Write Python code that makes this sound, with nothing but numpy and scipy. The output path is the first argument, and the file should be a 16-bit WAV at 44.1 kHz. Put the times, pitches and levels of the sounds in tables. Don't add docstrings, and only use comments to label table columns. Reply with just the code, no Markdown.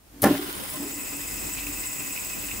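import sys
import numpy as np
from scipy import signal
from scipy.fft import rfft, irfft
from scipy.io import wavfile
from scipy.ndimage import uniform_filter1d

SR = 44100
rng = np.random.default_rng(int(sys.argv[2]) if len(sys.argv) > 2 else 0)


def wav_record(signal):
    frames = np.transpose(np.atleast_2d(signal))
    bounded = np.clip(frames, -1, 1)
    quanta = np.round(bounded * 32767).astype(np.int16)
    wavfile.write(sys.argv[1], SR, quanta)


def makeup_ratio(level_db):
    decades = np.asarray(level_db, float) / 20
    return 10 ** decades


N = 114660

# (time [s], rattle level [dB], cap freedom [0-1])
SPIN = [(.225, 5.5, 0), (.24, 7, 0), (.32, 1.5, 0), (.6, -0.5, 0.17), (.73, 0.5, 0.5), (.82, 0, 0.78),
        (1., -0.5, 0.94), (1.3, 1.5, 0.88), (1.75, 1, 0.93), (2.1, .5, 0.95), (2.6, 1, 0.87)]
# (frequency [Hz], width [Hz], held level [dB], free level [dB])
RINGS = [(1032, 67, -52.5, -59), (1445, 145, -47, -79), (2000, 190, -59, -52.5), (2570, 185, -87, -47),
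         (3270, 330, -47, -60), (4000, 260, -63, -66), (6060, 610, -64, -54.5), (5160, 450, -55, -52),
         (7120, 640, -65, -46.5), (7896, 490, -60, -41), (9830, 1430, -44.5, -48), (9980, 320, -58, -56),
         (13100, 1600, -57.5, -50.5), (14100, 940, -53.5, -47.5), (15430, 790, -50, -44.5)]
# (lobes [per turn], depth [dB], angle [rad])
RING_LOBES = [(2, 1, 3.1), (1, .3, 0), (2, .6, 0), (1, 2.6, 2.2), (1, .3, 1), (3, .6, .4), (2, 4, -1.4),
              (2, 1.5, -1.4), (2, 4, .2), (1, 2.6, 0), (1, 1, -.7), (3, 1, 1.6), (4, .6, 1.3),
              (3, 1.3, -.1), (3, 2, -.6)]
# (frequency [Hz], width [Hz], depth [0-1])
NOTCHES = [(3270, 150, .5), (5650, 200, .4), (8260, 110, .45), (10650, 300, .45)]
# (frequency [Hz], density [dB])
ROLLING_HISS = [(180, -48), (300, -5), (519, -5), (1430, -6.5), (2590, -6), (3730, -8.5), (7740, -14.5),
                (11000, -14), (15800, -9.5)]
# (time [s], level [dB], length [s])
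CAP_RATTLES = [
    (1.575, -38.5, 0.018),
    (1.667, -36, 0.0057),
    (1.998, -39, 0.012),
    (2.162, -37.5, 0.0042),
    (2.176, -35.5, 0.0034),
    (2.334, -42.5, 0.017),
    (2.484, -37, 0.0065),
    (2.496, -39.5, 0.0054),
    (2.512, -32, 0.0052),
]
# (time [s], level [dB], ring frequency [Hz], spread [Hz])
BALL_CATCHES = [(0.2768, -38, 6950, 6000), (0.297, -42, 13600, 2500), (.55, -32.5, 10100, 4000),
                (.58, -41, 9900, 2500), (.6, -39, 9850, 2000), (0.637, -35, 9830, 3000),
                (.642, -36, 9900, 1500), (0.679, -40, 9750, 4000), (.697, -38, 10000, 2500),
                (.7, -28, 15500, 1500), (0.737, -34, 9700, 3000), (0.9595, -35, 7800, 2000),
                (1.7962, -31.5, 7900, 2000), (1.865, -34, 7600, 1200)]
# (time [s], level [dB], length [s], brightness [Hz])
SCRAPES = [(0.2185, -14, 0.0071, 14500), (0.222, -49, 0.0067, 3030), (0.229, -18, 0.0052, 10100),
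           (0.2382, -16.5, 0.0038, 7040), (.2435, -13.5, 0.0027, 12100), (0.246, -33.5, 0.026, 4000),
           (0.273, -39.5, 0.036, 1580), (0.3795, -25, 0.00097, 4500), (0.5275, -25, 0.002, 9000),
           (1.576, -39, 0.027, 4000), (2.331, -38, 0.0015, 6000)]
# (frequency [Hz], density [dB])
SKIN_SPECTRUM = [(2000, 15), (5000, 4), (7200, 0), (8800, -1.5), (10200, 6.5), (12000, 5.5), (14000, 0),
                 (16000, 3.5)]
# (time [s], level [dB], lowpass [Hz])
KNOCKS = [
    (.231, -18, 2940),
    (0.2407, -9.5, 4000),
    (0.2448, -13.5, 2880),
    (0.2547, -14, 1750),
    (.268, -14.5, 1990),
    (.286, -15.5, 880),
    (.308, -17.5, 600),
    (.335, -23.5, 1530),
    (.35, -28, 2000),
]
# (frequency [Hz], level [dB], T60 [s])
TABLE_MODES = [(110, -8, 0.17), (170.3, -13, 0.25), (205.7, -7.5, 0.25), (277.4, -1, 0.13),
               (352.6, -2, 0.096), (407, -10, 0.1), (571, -6, 0.085), (721, -20.5, 0.18),
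               (780, -10.5, 0.16), (1048, -15, 0.16), (1402, -21, 0.17), (1756, -7.5, 0.061),
               (1795, -24, 0.12), (2030, -18, 0.13)]
# (frequency [Hz], density [dB])
THUD_SPECTRUM = [(80, -19), (250, 7), (2000, -10), (8000, -49)]
# (time [s], level [dB], length [s], frequency [Hz])
SWELLS = [(0.231, -31, 0.0099, 240), (.2418, -7.5, 0.00398, 680), (0.241, -28, 0.0467, 110),
          (.262, -19, .025, 204), (0.271, -19.5, 0.0209, 348), (0.285, -17.5, 0.0157, 285),
          (0.317, -15.5, 0.03385, 290), (0.304, -31.5, 0.0293, 583), (0.347, -34, .04, 602),
          (0.391, -40.5, .03, 745), (.635, -44, 0.034, 523), (0.331, -31, 0.0245, 283),
          (0.387, -57, 0.01, 338), (0.399, -25, 0.013, 355), (0.421, -37.5, 0.037, 390),
          (0.446, -34.5, 0.015, 376), (0.493, -31.5, 0.0126, 369), (0.553, -39.5, 0.014, 347),
          (0.752, -43.5, .04, 601), (0.758, -40.5, .04, 1043), (0.804, -33.5, 0.017, 220),
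          (0.823, -40.5, 0.052, 282.6), (0.867, -39.5, .06, 410)]
# (time [s], level [dB])
TABLE_SHAKE = [(0.4, -39), (0.43, -41.5), (0.72, -53.5), (0.82, -35.5), (0.9, -46), (0.98, -39), (1.1, -51),
               (1.16, -42), (1.22, -50.5), (1.35, -50), (1.66, -48.5), (1.69, -42.5), (1.8, -47),
               (1.88, -55), (2.12, -48), (2.15, -63), (2.35, -48.5), (2.6, -50)]
# (time [s], level [dB])
FINGER_PRESS = [
    (.1, -68),
    (.14, -48.5),
    (.21, -43.5),
    (.24, -61),
    (.3, -102),
]
# (frequency [Hz], density [dB])
DRONE = [(60, 3), (120, 4), (200, 8), (400, 1), (600, -7), (1500, -6.5)]
# (frequency [Hz], density [dB])
DRONE_SIDE = [(60, -11), (250, 1.5), (600, -3), (1500, -14.0), (3000, -42)]
# (frequency [Hz], density [dB])
AIR_SPECTRUM = [(15, -26), (25, -11.5), (107, -10.5), (276, -19.5), (371, -18), (513, -22), (710, -22.5),
                (3780, -30.5), (15800, -30)]
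# (time [s], level [dB])
TRAFFIC_LEVEL = [(0, -57), (.22, -52), (.27, -43), (.34, -51), (.4, -55), (.5, -59), (1.05, -58),
                 (1.3, -45.5), (1.55, -45), (1.8, -45.5), (2.05, -68), (2.35, -50.5), (2.6, -46)]
# (time [s], gain [dB])
FADE_IN = [
    (0, -9.5),
    (.12, -4),
    (.21, 0),
]


def evened(x):
    return x / np.sqrt(np.mean(x ** 2) + 1e-20)


def curve(rows, axis=1):
    rows = np.array(rows)
    return np.interp(np.arange(N) / SR, rows[:, 0], rows[:, axis])


def noise():
    return rng.standard_normal(N)


def coloured(x, points):
    f_hz, density_db = np.transpose(points)
    hz = np.fft.rfftfreq(N, 1 / SR)
    gain = makeup_ratio(np.interp(np.log(hz + 1), np.log(f_hz + 1), density_db))
    return evened(irfft(rfft(x) * gain, N))


def resonate(x, hz, width_hz):
    r = np.exp(-np.pi * width_hz / SR)
    return signal.lfilter([1, 0, -1], [1, -2 * r * np.cos(2 * np.pi * hz / SR), r * r], x)


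def filtered(x, order, hz, kind):
    return signal.lfilter(*signal.butter(order, hz, kind, fs=SR), x)


def drift(length_s):
    size = max(int(length_s * SR), 2)
    smooth = uniform_filter1d(uniform_filter1d(noise(), size), size)
    return evened(np.tanh(evened(smooth) / 2))


def add(mix, start_s, sound):
    part = mix[round(start_s * SR):][:len(sound)]
    part += sound[:len(part)]


def room(x):
    level_db, t60_s, turns_hz = -1.5, 0.25, 7
    t, out = np.arange(SR // 3) / SR, 0
    for k in range(3):
        tail = rng.standard_normal((2, len(t))) * makeup_ratio(-60 * t / t60_s) * (t > .002)
        tail = tail / np.linalg.norm(tail[0])
        share = np.sqrt(2 / 3) * np.cos(2 * np.pi * (np.arange(N) / SR * turns_hz + k / 3))
        out = out + signal.oaconvolve((x * share)[None], tail, axes=1)[:, :N]
    return makeup_ratio(level_db) * out


def spin():
    started = np.arange(N) / SR > SPIN[0][0]
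    return makeup_ratio(curve(SPIN)) * started, curve(SPIN, axis=2)


def bearing():
    turns_per_s, slowing_per_s2 = 15.94, .44
    lift_s, lift_length_s, rub_db_per_s = 0.74, .02, 12.5
    flicker_db, lag = 1.63, 17
    hiss_db, hiss_held_db, hiss_same = -37, 5, 0.073
    t = np.arange(N) / SR
    level, free = spin()
    turn = 2 * np.pi * (turns_per_s * t - slowing_per_s2 * t ** 2 / 2)
    lifted = np.clip((t - lift_s) / lift_length_s, 0, 1)
    low, high, drive = cap(), np.zeros(N), ticks()
    for (hz, width_hz, held_db, free_db), (lobes, depth_db, angle) in zip(RINGS, RING_LOBES):
        loose = free
        if 9000 < hz < 11000:
            held_db = held_db + rub_db_per_s * (t - lift_s)
            loose = lifted
        ring = np.roll(drive, rng.integers(N))
        for _ in range(2):
            ring = resonate(ring, hz, 1.47 * width_hz)
        db = held_db + (free_db - held_db) * loose
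        db = db + depth_db * np.cos(lobes * turn + angle) + flicker_db * drift(0.0042)
        add(low if hz < 3500 else high, 0, evened(ring) * makeup_ratio(db) * level)
    a, b = (coloured(ticks(), ROLLING_HISS) for side in "lr")
    hiss = np.array([np.roll(hiss_same * b, lag) + a, b])
    hiss = hiss * makeup_ratio(hiss_db - hiss_held_db * free + 1.9 * drift(0.015)) * level
    left = np.roll(low, lag) + high * makeup_ratio(2.0)
    right = low * makeup_ratio(3.0) + high * makeup_ratio(-1.0)
    return notched(np.array([left, right]) + room(low + high) + hiss)


def ticks():
    ticks_per_s, spread_db = 6500, 3.5
    size = makeup_ratio(spread_db * np.minimum(rng.exponential(1, N), 4))
    return evened(size * rng.choice([-1., 1.], N) * (rng.random(N) < ticks_per_s / SR))


def cap():
    level = np.zeros(N)
    for s, db, length_s in CAP_RATTLES:
        add(level, s - length_s / 2, makeup_ratio(db) * np.hanning(int(2 * length_s * SR)))
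    return level * evened(resonate(noise(), hz=2514, width_hz=280))


def notched(x):
    hz = np.fft.rfftfreq(N, 1 / SR)
    dips = [1 - depth * np.exp(-((hz - f) / width) ** 2) for f, width, depth in NOTCHES]
    return irfft(rfft(x) * np.prod(dips, axis=0), N)


def catches():
    decay_s = 0.0027
    out, u = np.zeros(N), np.arange(600) / SR
    for s, db, hz, width_hz in BALL_CATCHES:
        puff = rng.standard_normal(600) * np.exp(-u / decay_s)
        add(out, s, evened(resonate(puff, min(hz, 16000), width_hz)) * makeup_ratio(db - 9.5))
    return out + room(out)


def flick():
    skin, wood = scrapes(), knocks()
    sides = makeup_ratio(np.array([[1.5], [-1.5]]))
    return skin * sides + 0.49 * room(skin) + wood + 0.23 * room(filtered(wood, 1, 700, "high"))


def scrapes():
    skin = np.zeros(N)
    for s, db, length_s, hz in SCRAPES:
        u = np.arange(int(3 * length_s * SR)) / (length_s * SR)
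        grit = coloured(noise(), SKIN_SPECTRUM)[:len(u)]
        grit = filtered(grit, 2, [hz / 1.63, min(hz * 2.4, 19000)], "band")
        add(skin, s, makeup_ratio(db) * evened(grit) * np.minimum(u / 0.52, 1) * np.exp(-u ** 2))
    return skin


def knocks():
    ring_share, thud_db, thud_t60_s, soft_turns = 0.87, -10.5, 0.16, 1.3
    wood, t = np.zeros(N), np.arange(SR // 2) / SR
    for s, db, hz in KNOCKS:
        body = coloured(noise(), THUD_SPECTRUM)[:len(t)] * makeup_ratio(thud_db - 60 * t / thud_t60_s)
        for mode_hz, mode_db, t60_s in TABLE_MODES:
            decay = makeup_ratio(mode_db - 60 * t / (ring_share * min(t60_s, .4)))
            body = body + rng.uniform(0.13, 1.41) * decay * np.sin(2 * np.pi * mode_hz * t)
        body = body * np.minimum(t * hz / soft_turns, 1)
        add(wood, s, makeup_ratio(db) * filtered(body, 1, [hz / 9, hz], "band"))
    return filtered(wood, 2, 95.3, "high")


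def swells():
    out = np.zeros(N)
    for s, db, length_s, hz in SWELLS:
        t = np.arange(int(length_s * SR * 1.37)) / SR
        bloom = np.sin(np.pi * (t / t[-1]) ** 0.61) ** 2
        add(out, s - length_s / 2, makeup_ratio(db) * bloom * np.sin(2 * np.pi * hz * t))
    return out


def table_hum():
    held_db, free_db, lump_db = -50, -50.5, 2
    level, free = spin()
    mode = evened(resonate(noise(), hz=287.7, width_hz=10.8))
    mode = evened(mode / (uniform_filter1d(abs(mode), size=1500) + 0.3))
    shake = makeup_ratio(curve(TABLE_SHAKE) + lump_db * drift(0.11)) * level
    hum = mode * (shake + makeup_ratio(curve(FINGER_PRESS)))
    a = coloured(noise(), [(30, -30)] + DRONE + [(3000, -33.5)])
    b = coloured(noise(), DRONE_SIDE)
    drone = makeup_ratio(held_db + (free_db - held_db) * free + 3.1 * drift(0.036)) * level
    return hum + drone * np.array([a + 1.43 * b, a - 0.91 * b])


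def background():
    air_db, same = -47.5, 0.078
    a, b = (coloured(noise(), AIR_SPECTRUM) for side in "lr")
    b = filtered(b - a, 1, 200, "high") + a
    return makeup_ratio(air_db) * np.array([a, same * a + np.sqrt(1 - same ** 2) * b]) + traffic()


def traffic():
    hz, width_hz, engine_share, second_db = 48.6, 35, 3.7, -7.5
    rumble = evened(resonate(resonate(noise(), hz, width_hz), hz, 2 * width_hz))
    turn = 2 * np.pi * hz * np.arange(N) / SR + 0.47 * drift(0.086)
    engine = np.sin(turn) + makeup_ratio(second_db) * np.sin(2 * turn)
    return evened(rumble + engine_share * engine) * makeup_ratio(curve(TRAFFIC_LEVEL))


def scene():
    return bearing() + catches() + flick() + swells() + table_hum() + background()


def top_cut(x):
    return signal.sosfilt(signal.butter(12, 16300, fs=SR, output="sos"), x)


def record(dry):
    edge = signal.firwin(1023, 15725, window=("kaiser", 9), fs=SR)[None]
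    mix = signal.oaconvolve(dry * makeup_ratio(curve(FADE_IN)), edge, "same")
    return top_cut(mix)


dry = scene()
out = record(dry)
wav_record(out)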